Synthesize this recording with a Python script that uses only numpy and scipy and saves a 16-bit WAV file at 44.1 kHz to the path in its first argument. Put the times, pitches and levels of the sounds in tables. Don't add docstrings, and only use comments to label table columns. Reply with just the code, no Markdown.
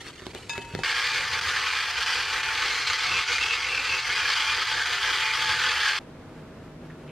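import sys
import numpy as np
from scipy import signal
from scipy.fft import rfft, irfft
from scipy.io import wavfile
from scipy.ndimage import uniform_filter1d

SR = 44100
rng = np.random.default_rng(int(sys.argv[2]) if len(sys.argv) > 2 else 0)


def log_audio(samples):
    frames = np.atleast_2d(samples).T
    limited = np.clip(frames, -1, 1)
    pcm = np.round(limited * 32767).astype(np.int16)
    wavfile.write(sys.argv[1], SR, pcm)


N = 313536
TIME_S = np.arange(N) / SR
START_S, STOP_S = .834, 5.991

# (time [s], pitch [Hz])
WHINE_PITCH = [(.83, 886), (1.5, 884), (2.6, 880), (3.2, 888), (4.4, 882), (5.2, 880), (5.6, 872), (6, 862)]
# (time [s], rattle level [dB], treble lift [dB], rumble level [dB])
WHISK_LEVELS = [(.84, -25.5, -2, -46), (.95, -26.5, -0.5, -44.5), (1.38, -26, -1.5, -44),
                (1.9, -27.5, -2, -48), (2.1, -26, -0.5, -45.5), (2.45, -27.5, -3.5, -45.5),
                (2.75, -27, 1, -45.5), (3.12, -27.5, -0.5, -42.5), (3.35, -25.5, 0.5, -47),
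                (3.6, -30, 0.5, -47.5), (3.93, -28, 0, -42.5), (4.35, -25.5, -1.5, -48.5),
                (4.75, -27.5, -1.5, -46.5), (5.05, -24.5, -2, -45), (5.3, -26.5, -1, -46.5),
                (5.9, -25.5, -1.5, -47), (5.99, -28.5, -3.5, -55)]
LIFT_SMOOTH_S = 0.063
LIFT_TREBLE, LIFT_RUMBLE = 0.48, 3.2


def whisk():
    phase = 2 * np.pi * np.cumsum(in_time(WHINE_PITCH)[0]) / SR
    rattle_db, treble_lift_db, rumble_db = in_time(WHISK_LEVELS)
    loss_db = lifted()
    eased_db = uniform_filter1d(loss_db, int(LIFT_SMOOTH_S * SR))
    contacts, crowding_db = gear_and_wire_contacts(phase)
    front = rattle(contacts, treble_lift_db + LIFT_TREBLE * eased_db)
    level = from_db(rattle_db - loss_db + 0.79 * drift(14.7))
    rings = bowl_rings(front, RING_CHATTER * crowding_db - loss_db)
    low_noise = rumble(contacts, rumble_db - LIFT_RUMBLE * eased_db)
    mid = level * (front + wire_song(contacts)) + slaps(front) + rings + whine(phase) + low_noise
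    side = level * side_rattle(contacts) + from_db(-2) * band(rings, 2634, 2662)
    running = np.clip((TIME_S - START_S) / .002, 0, 1) * np.clip((STOP_S - TIME_S) / .002, 0, 1)
    return running * mid, running * side


TOOTH_DB, TOOTH_UNEVEN_DB = -19, 5


def gear_and_wire_contacts(phase):
    motor, wires = phase / 4, phase / 22
    crowding_db = 2.5 * np.cos(motor) + 2.2 * np.cos(2 * motor)
    crowding_db += 1.9 * np.cos(wires + 1.5 * drift(1.5)) + .7 * drift(20)
    contacts = grains(5000 * from_db(crowding_db), spread_db=1.5)
    turns = np.diff(np.floor(motor / (2 * np.pi)), prepend=0)
    tooth = turns * from_db(rng.normal(0, TOOTH_UNEVEN_DB, N))
    return contacts + from_db(TOOTH_DB) * rms_one(tooth), crowding_db


# (time of greatest loss [s], rattle loss [dB], easing [s], bite [s])
LIFTS = [(1.14, 2.5, 0.11, 0.0078), (1.3, 3.5, 0.069, 0.033), (1.407, 8.5, 0.011, 0.017),
         (1.926, 3.5, 0.021, 0.063), (2.0, 3, 0.011, 0.013), (2.0605, 8.5, 0.031, 0.0011),
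         (2.259, 3, 0.059, 0.049), (2.425, 7, 0.018, 0.011), (2.859, 4, 0.038, 0.034),
         (2.975, 4, 0.036, 0.068), (3.25, 7.5, 0.025, 0.043), (4.022, 5, 0.044, 0.042),
         (4.15, 2, 0.053, .012), (4.355, 4.5, 0.02, 0.016), (4.64, 2.5, 0.011, 0.071),
         (4.85, 5, 0.026, 0.011), (5.01, 3.5, 0.066, 0.006), (5.326, 4, 0.018, 0.013)]


def lifted():
    return sum(np.interp(TIME_S, [s - easing_s, s, s + bite_s], [0, loss_db, 0])
               for s, loss_db, easing_s, bite_s in LIFTS)


# (pitch [Hz], width [Hz], level over the rattle [dB])
HOUSING = [(1216, 190, 4.5), (3220, 600, 6), (4650, 810, 8), (6100, 610, 4.5)]
# (frequency [Hz], density [dB per Hz])
RATTLE_MID = [(350, -51.5), (600, -17), (678, -21.5), (706, -12.5), (866, -8), (953, -8), (1600, 2.5),
              (1860, 0.5), (2400, -0.5), (3710, -8), (4750, -9.5), (9630, -25.5), (11300, -53),
              (13000, -31.5), (15500, -43.5)]
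# (time [s], loss [dB], length [s])
HOLLOWS = [(4.8, 8, 0.078), (5.12, 14, 0.044), (5.452, 0.5, .15)]
HOLLOW_HZ, HOLLOW_WIDTH_HZ = 2630, 300


def rattle(contacts, treble_lift_db):
    front = contacts + moving_reflect(contacts, t60=0.067, db=-8)
    front = front + sum((from_db(db + 1.05 * drift(0.74)) - 1) * resonate(front, hz, width)
                        for hz, width, db in HOUSING)
    front = colour(front, RATTLE_MID)
    front = front + (from_db(treble_lift_db) - 1) * band(front, 2450, 10800)
    hollow_db = sum(db * bell(s, length_s) for s, db, length_s in HOLLOWS)
    return front + (from_db(-hollow_db) - 1) * resonate(front, HOLLOW_HZ, HOLLOW_WIDTH_HZ)


# (frequency [Hz], density [dB per Hz])
RATTLE_SIDE = [(120, -59), (200, -45), (365, -12), (665, -15), (842, -24), (1150, -100), (1710, -5),
               (2700, 7.5), (3010, -1), (4330, 8), (11800, 1.5), (15500, -23)]


def side_rattle(contacts):
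    reflected = moving_reflect(contacts, t60=0.15, db=0.0)
    return from_db(-15.0) * colour(reflected + .7 * rng.standard_normal(N), RATTLE_SIDE)


# (pitch [Hz], width [Hz], level against the rattle [dB])
WIRES = [(1110, 13, -24), (1225, 7.8, -27), (1304, 5.9, -42), (1522, 9.9, -27.5), (1640, 9.3, -26.5),
         (1770, 6.8, -36), (2220, 8.6, -39), (2410, 10, -29), (2900, 15, -30)]


def wire_song(contacts):
    return sum(from_db(db + 4.1 * drift(7.1)) * rms_one(resonate(contacts, hz, width))
               for hz, width, db in WIRES)


# (time [s], level [dB], length [s])
RINGING = [
    [(.9, -37, 0.07), (1.17, -42, 0.083), (1.55, -39, 0.034), (2.15, -49, 0.085), (4.23, -38, 0.06),
     (4.8, -33.5, 0.051), (5.08, -37, 0.039), (5.6, -37, 0.11), (5.87, -30, 0.036)],
    [(1.0, -43, 0.26), (2.8, -37, 0.1), (3.1, -39, 0.17), (3.35, -38, 0.083), (3.61, -34, 0.062),
     (4.05, -35, 0.1), (4.5, -42, 0.15), (5.29, -35, 0.052)],
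    [(1.1, -38, 0.097), (1.38, -40, .04), (1.75, -37, 0.054), (2.3, -41, 0.18), (3.02, -44, 0.06),
     (3.18, -31, 0.017), (3.35, -30, 0.033), (3.75, -37.5, 0.096), (4.23, -36, 0.075), (4.5, -33, 0.035),
     (5.29, -33, 0.048)],
    [(3.15, -32, 0.042), (3.43, -29, 0.022), (3.52, -27.5, 0.02), (3.74, -29.5, 0.048),
     (3.95, -32.5, 0.067)],
    [(.98, -45, 0.034), (4.45, -42, 0.15), (5.5, -45, 0.48)],
    [(2.85, -38, 0.11)],
    [(1.03, -37, 0.032), (2.8, -41, 0.03), (2.93, -47, 0.032), (5.28, -38, 0.053)],
]
# (pitch [Hz], width [Hz])
RUNNING_BOWL = [(1634, 340), (2167, 180), (2405, 120), (2630, 180), (3250, 540), (4110, 300), (1960, 150)]
RING_REST_DB = -59.5
RING_CHATTER = 0.78


def bowl_rings(front, chatter_db):
    return sum(swells(passes, RING_REST_DB) * from_db(chatter_db) * sustained(front, hz, width)
               for passes, (hz, width) in zip(RINGING, RUNNING_BOWL))


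RING_EVENING, RING_SMOOTH_S = .35, .03


def sustained(x, hz, width_hz):
    tone = rms_one(resonate(resonate(x, hz, width_hz), hz, 2 * width_hz))
    power = uniform_filter1d(tone ** 2, int(RING_SMOOTH_S * SR))
    return rms_one(tone / (np.abs(power) + .05) ** (RING_EVENING / 2))


# (time [s], level [dB])
STRIKES = [(0.8347, -11), (1.1006, -17), (1.412, -14), (1.7667, -15), (2.062, -20), (2.3, -21),
           (2.4313, -25), (2.631, -30), (2.872, -13), (2.933, -14), (2.988, -17), (3.1232, -25),
           (3.424, -22), (3.5174, -29), (3.7472, -20), (4.1566, -29), (4.4093, -14), (4.7154, -16),
           (4.8575, -15), (5.262, -20), (5.7587, -32)]
STRIKE_CLICK_DB = -3
STRIKE_T60_S, STRIKE_LOSS_DB = 0.059, 20


def slaps(front):
    s, db = np.transpose(STRIKES)
    clicks = np.zeros(N)
    clicks[(s * SR).astype(int)] = from_db(db) * rng.choice([-1, 1], len(s))
    clicks = colour(clicks + reflect(clicks, t60=0.02, db=-11), RATTLE_MID)
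    clicks = clicks * from_db(db.max() + STRIKE_CLICK_DB) / np.abs(clicks).max()
    chatter = sum(burst(s, db - STRIKE_LOSS_DB, STRIKE_T60_S) for s, db in STRIKES)
    return clicks + front * chatter


# (time [s], level before flutter [dB])
WHINE = [(.86, -49), (1.3, -47), (2.3, -47.5), (3.22, -48), (3.78, -57), (3.92, -48), (4.53, -45),
         (4.98, -49), (5.06, -43), (5.97, -45.5)]
# (multiple of the whine pitch, level before flutter [dB])
ORDERS = [(.0909, -60.5), (0.1464, -61), (0.4546, -62.5), (0.82, -62), (1.259, -52.5), (1.501, -59),
          (2, -48)]


def whine(phase):
    level = from_db(in_time(WHINE)[0] + 2.8 * drift(6.3))
    tones = np.sqrt(2) * level * np.sin(phase + 0.81 * drift(6.7))
    for multiple, db in ORDERS:
        wander = 2.24 * drift(1.55)
        tones = tones + np.sqrt(2) * from_db(db + 4.1 * drift(4.7)) * np.sin(multiple * phase + wander)
    return tones


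# (frequency [Hz], density [dB per Hz])
RUMBLE = [(12, -29), (20, -12.5), (75, 1.5), (134, -8.5), (156, -12.5), (236, -17.5), (267, -9), (431, -6),
          (473, 2), (675, -17), (800, 0), (1040, -26), (1760, -120)]
# (time [s], level [dB], length [s])
SURGES = [(1.35, -52, .15), (3.12, -44, 0.039), (5.5, -49.5, 0.075)]


def rumble(contacts, rumble_db):
    steady = colour(rng.standard_normal(N) + 0.47 * contacts, RUMBLE)
    bass = rms_one(band(rng.standard_normal(N), 70, 148))
    return from_db(rumble_db + 1.7 * drift(8.7)) * steady + swells(SURGES, -90) * bass


# (frequency [Hz], density [dB per Hz])
RUSTLE_MID = [(410, -33), (700, -8), (807, 1.5), (861, -2), (1540, 4), (2800, 2), (3070, -0.5),
              (4640, -1.5), (5150, -9), (7800, -12), (15500, -33)]


def handling():
    rubbed = rustle()
    crack = colour(rng.standard_normal(N), RUSTLE_MID)
    knocks, glass = thuds(crack), clinks(crack)
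    before = TIME_S < START_S
    mid = rubbed + knocks + glass + band(reflect(knocks, t60=.1, db=-8), 180, 5000)
    reflected = moving_reflect(rubbed + glass + knocks, t60=0.011, db=0.5)
    side = band(reflect(knocks, t60=0.082, db=-17), 180, 900) + signal.lfilter([1, -1], [1], reflected)
    return before * mid, before * side


# (time [s], level [dB], favoured pitch [Hz], tick level [dB], share of the free ring time)
THUDS = [(0.067, -49, 370, -40, 2.2), (0.22, -39, 320, -44, 1.6), (0.2668, -29, 420, -30, 0.6),
         (0.294, -41, 400, -60, .5), (.335, -40, 360, -50, 0.55), (0.3489, -32, 420, -29.5, 1.6),
         (0.388, -40, 800, -43, 0.55), (.534, -41, 500, -36, .5), (.579, -32, 383, -28.5, 2),
         (0.737, -30, 130, -45, 0.44), (0.75, -23, 350, -28.5, 0.35), (0.768, -33.5, 200, -47, 1.1),
         (0.79, -27.5, 550, -38, 0.66), (0.8, -36, 170, -44, 0.77)]
# (pitch [Hz], level against the knock [dB], free ring time T60 [s])
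BOARD = [(101, -3, 0.093), (158, 0.5, 0.099), (260, -4, 0.074), (375, 2, 0.045), (539, -2.5, 0.027),
         (740, -2, 0.039)]
FOCUS_DB = 8.5
ROCK_S, ROCK_LOSS_DB = .012, 4
DETUNE = 0.13
BOARD_LAG_S, BOARD_CUT_HZ = 0.00081, 68
SNAP_HZ, SNAP_DB, SNAP_T60_S = 1970, 3, 0.0028


def thuds(crack):
    board, ticks = np.zeros((2, N))
    chances = rng.random((len(THUDS), 5, 1 + len(BOARD)))
    for (s, db, pitch_hz, tick_db, share), (shifts, *touches) in zip(THUDS, chances):
        for k, (late, *pushes) in enumerate(touches):
            touch_s = s + BOARD_LAG_S + ROCK_S * late * (k > 0)
            for (hz, mode_db, t60), push, shift in zip(BOARD, pushes, shifts):
                gain_db = db + mode_db - ROCK_LOSS_DB * k - FOCUS_DB * np.log2(hz / pitch_hz) ** 2
                strength = 2 * push - 1 if k else .5 + push
                mode_hz = hz * (1 + DETUNE * (shift - .5))
                board += strength * ring(touch_s, gain_db, mode_hz, share * t60)
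        ticks += crack * burst(s, tick_db, 0.011) + ring(s, tick_db + SNAP_DB, SNAP_HZ, SNAP_T60_S)
    return band(board, BOARD_CUT_HZ, 5000) + ticks


# (time [s], level [dB])
CLINKS = [(0.495, -29.5), (0.791, -44)]
# (pitch [Hz], level against the clink [dB], ring time T60 [s])
BOWL = [(932, -12, 6.1), (1680, -7, 0.51), (2591, -6, 1.3), (2594, -11.5, 0.82), (3670, -3, 0.16),
        (4951, -5, 0.16), (6372, -8, 0.12), (6950, -16, 0.37), (6700, -13, 0.22), (8650, -22, 0.31)]
GRIP_S, GRIP_LOSS_DB = 0.68, 2


def clinks(crack):
    glass = sum(ring(s, db + mode_db, hz, t60) for s, db in CLINKS for hz, mode_db, t60 in BOWL)
    glass = glass * from_db(np.interp(TIME_S, [GRIP_S, GRIP_S + .02], [0, -GRIP_LOSS_DB]))
    return glass + sum(crack * burst(s, db - 0.5, 0.018) for s, db in CLINKS)


# (time [s], level near 6 kHz [dB], length [s])
RUSTLE = [(.078, -61.5, 0.019), (.22, -66, 0.028), (.36, -62.5, 0.029), (.5, -60, 0.0047),
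          (.56, -67, 0.048), (.77, -69, 0.027)]
RUSTLE_REST_DB = -66


def rustle():
    rub = grains(1200 * from_db(6 * drift(22)), spread_db=0.5)
    noise = colour(rub + moving_reflect(rub, t60=0.038, db=5), RUSTLE_MID)
    return swells(RUSTLE, RUSTLE_REST_DB) * noise / np.std(band(noise, 5200, 6200))


# (time [s], level [dB])
ROOM_DB = [(0, -44.5), (.83, -41.5), (.84, -74), (5.985, -74), (5.995, -40.5), (7.11, -40.5)]
# (frequency [Hz], density [dB per Hz])
EARLY_AIR = [(18, -34), (30, -10), (110, -1.5), (200, -10.5), (370, -5), (493, -10), (830, -23),
             (1500, -23.5), (8000, -30.5), (15500, -55)]
# (frequency [Hz], density [dB per Hz])
ROOM_MID = [(12, -50), (20, -17), (49, -10), (153, -8), (342, -9), (491, -11.5), (631, -19), (725, -18.5),
            (1230, -22), (1340, -21.5), (8170, -47), (11100, -50.5), (15500, -61)]
# (frequency [Hz], density [dB per Hz])
ROOM_SIDE = [(24, -50), (40, -38), (179, -8), (438, -6), (2160, -18), (2390, -15), (2770, -18), (3650, -18),
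             (15500, -36)]


def room():
    level = from_db(in_time(ROOM_DB)[0])
    early, white = TIME_S < START_S, rng.standard_normal(N)
    air = np.where(early, colour(white, EARLY_AIR), colour(white, ROOM_MID)) * from_db(.8 * drift(8.9))
    mid = level * (from_db(-4.5) * air + ~early * appliance_hum()) + spoon_ticks()
    return mid, level * from_db(-17.5) * colour(rng.standard_normal(N), ROOM_SIDE)


# (pitch [Hz], width [Hz], level against the room level [dB])
HUM = [(97, 6, -16), (152.7, 11, -10), (245, 11, -13)]
HUM_TONE_HZ, HUM_TONE_DB = 635, -17.5


def appliance_hum():
    hum = sum(from_db(db) * rms_one(resonate(rng.standard_normal(N), hz, width)) for hz, width, db in HUM)
    tone = np.sin(2 * np.pi * HUM_TONE_HZ * TIME_S + 0.47 * drift(4.4))
    return hum + np.sqrt(2) * from_db(HUM_TONE_DB + drift(3.0)) * tone


# (time [s], level [dB], pitch [Hz])
TICKS = [(6.898, -43, 1600), (7.076, -46, 2400), (7.091, -47, 2400)]


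def spoon_ticks():
    crack = rng.standard_normal(N)
    return sum(rms_one(resonate(resonate(crack, hz, 880), hz, 640)) * ring(s, db, 75, 0.14)
               for s, db, hz in TICKS)


def from_db(db):
    return 10 ** (np.asarray(db) / 20)


def rms_one(x):
    return x / np.sqrt(np.mean(x ** 2) + 1e-20)


def in_time(rows):
    s, *columns = np.transpose(rows)
    return [np.interp(TIME_S, s, c) for c in columns]


def colour(x, spectrum):
    size = 8192
    hz, db = np.transpose(spectrum)
    grid = np.maximum(np.arange(size // 2 + 1) * SR / size, 1)
    cepstrum = irfft(np.log(from_db(np.interp(np.log(grid), np.log(hz), db))))
    cepstrum[1:size // 2] *= 2
    cepstrum[size // 2 + 1:] = 0
    response = irfft(np.exp(rfft(cepstrum)))
    return rms_one(signal.fftconvolve(x, response)[:N])


def drift(rate):
    r = np.exp(-80 * np.pi * rate / SR)
    slow = signal.lfilter([1], [1, -2 * r, r * r], rng.standard_normal(N // 40 + 2002))[2000:]
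    return np.interp(np.arange(N) / 40, np.arange(len(slow)), rms_one(slow))


def resonate(x, hz, width_hz):
    r = np.exp(-np.pi * width_hz / SR)
    poles = [1, -2 * r * np.cos(2 * np.pi * hz / SR), r * r]
    return signal.lfilter(np.array([1, 0, -1]) * (1 - r * r) / 2, poles, x)


def ring(s, db, hz, t60):
    out, start = np.zeros(N), int(s * SR) + 1
    t = np.arange(start, min(N, start + int(2 * t60 * SR))) / SR - s
    out[start:start + len(t)] = from_db(db - 60 * t / t60) * np.sin(2 * np.pi * hz * t)
    return out


def burst(s, db, t60):
    t = TIME_S - s
    return (t >= 0) * from_db(db - 60 * np.abs(t) / t60)


def bell(s, length_s):
    return np.exp(-.5 * ((TIME_S - s) / length_s) ** 2)


def swells(rows, rest_db):
    return from_db(rest_db) + sum(from_db(db) * bell(s, length_s) for s, db, length_s in rows)


def reflect(x, t60, db):
    t = np.arange(int(t60 * SR)) / SR
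    echoes = rms_one(rng.standard_normal(len(t))) * from_db(-60 * t / t60) / np.sqrt(t60 * SR / 14)
    return from_db(db) * signal.fftconvolve(x, echoes)[:N]


def moving_reflect(x, t60, db):
    shares = np.array([drift(12.5) for path in range(4)])
    shares /= np.sqrt(np.sum(shares ** 2, axis=0))
    return sum(share * reflect(x, t60, db) for share in shares)


def grains(per_s, spread_db):
    sizes = from_db(spread_db * np.minimum(rng.exponential(1, N), 5)) * rng.choice([-1, 1], N)
    return rms_one(sizes * (rng.random(N) < per_s / SR))


def band(x, low_hz, high_hz):
    return signal.sosfilt(signal.butter(2, [low_hz, high_hz], "band", fs=SR, output="sos"), x)


def scene():
    mid, side = np.sum([whisk(), handling(), room()], axis=0)
    return np.array([mid + side, mid - side])


def record(dry):
    return signal.sosfilt(signal.cheby2(12, 70, 15550 * 1.03, fs=SR, output="sos"), dry)


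dry = scene()
out = record(dry)
log_audio(out)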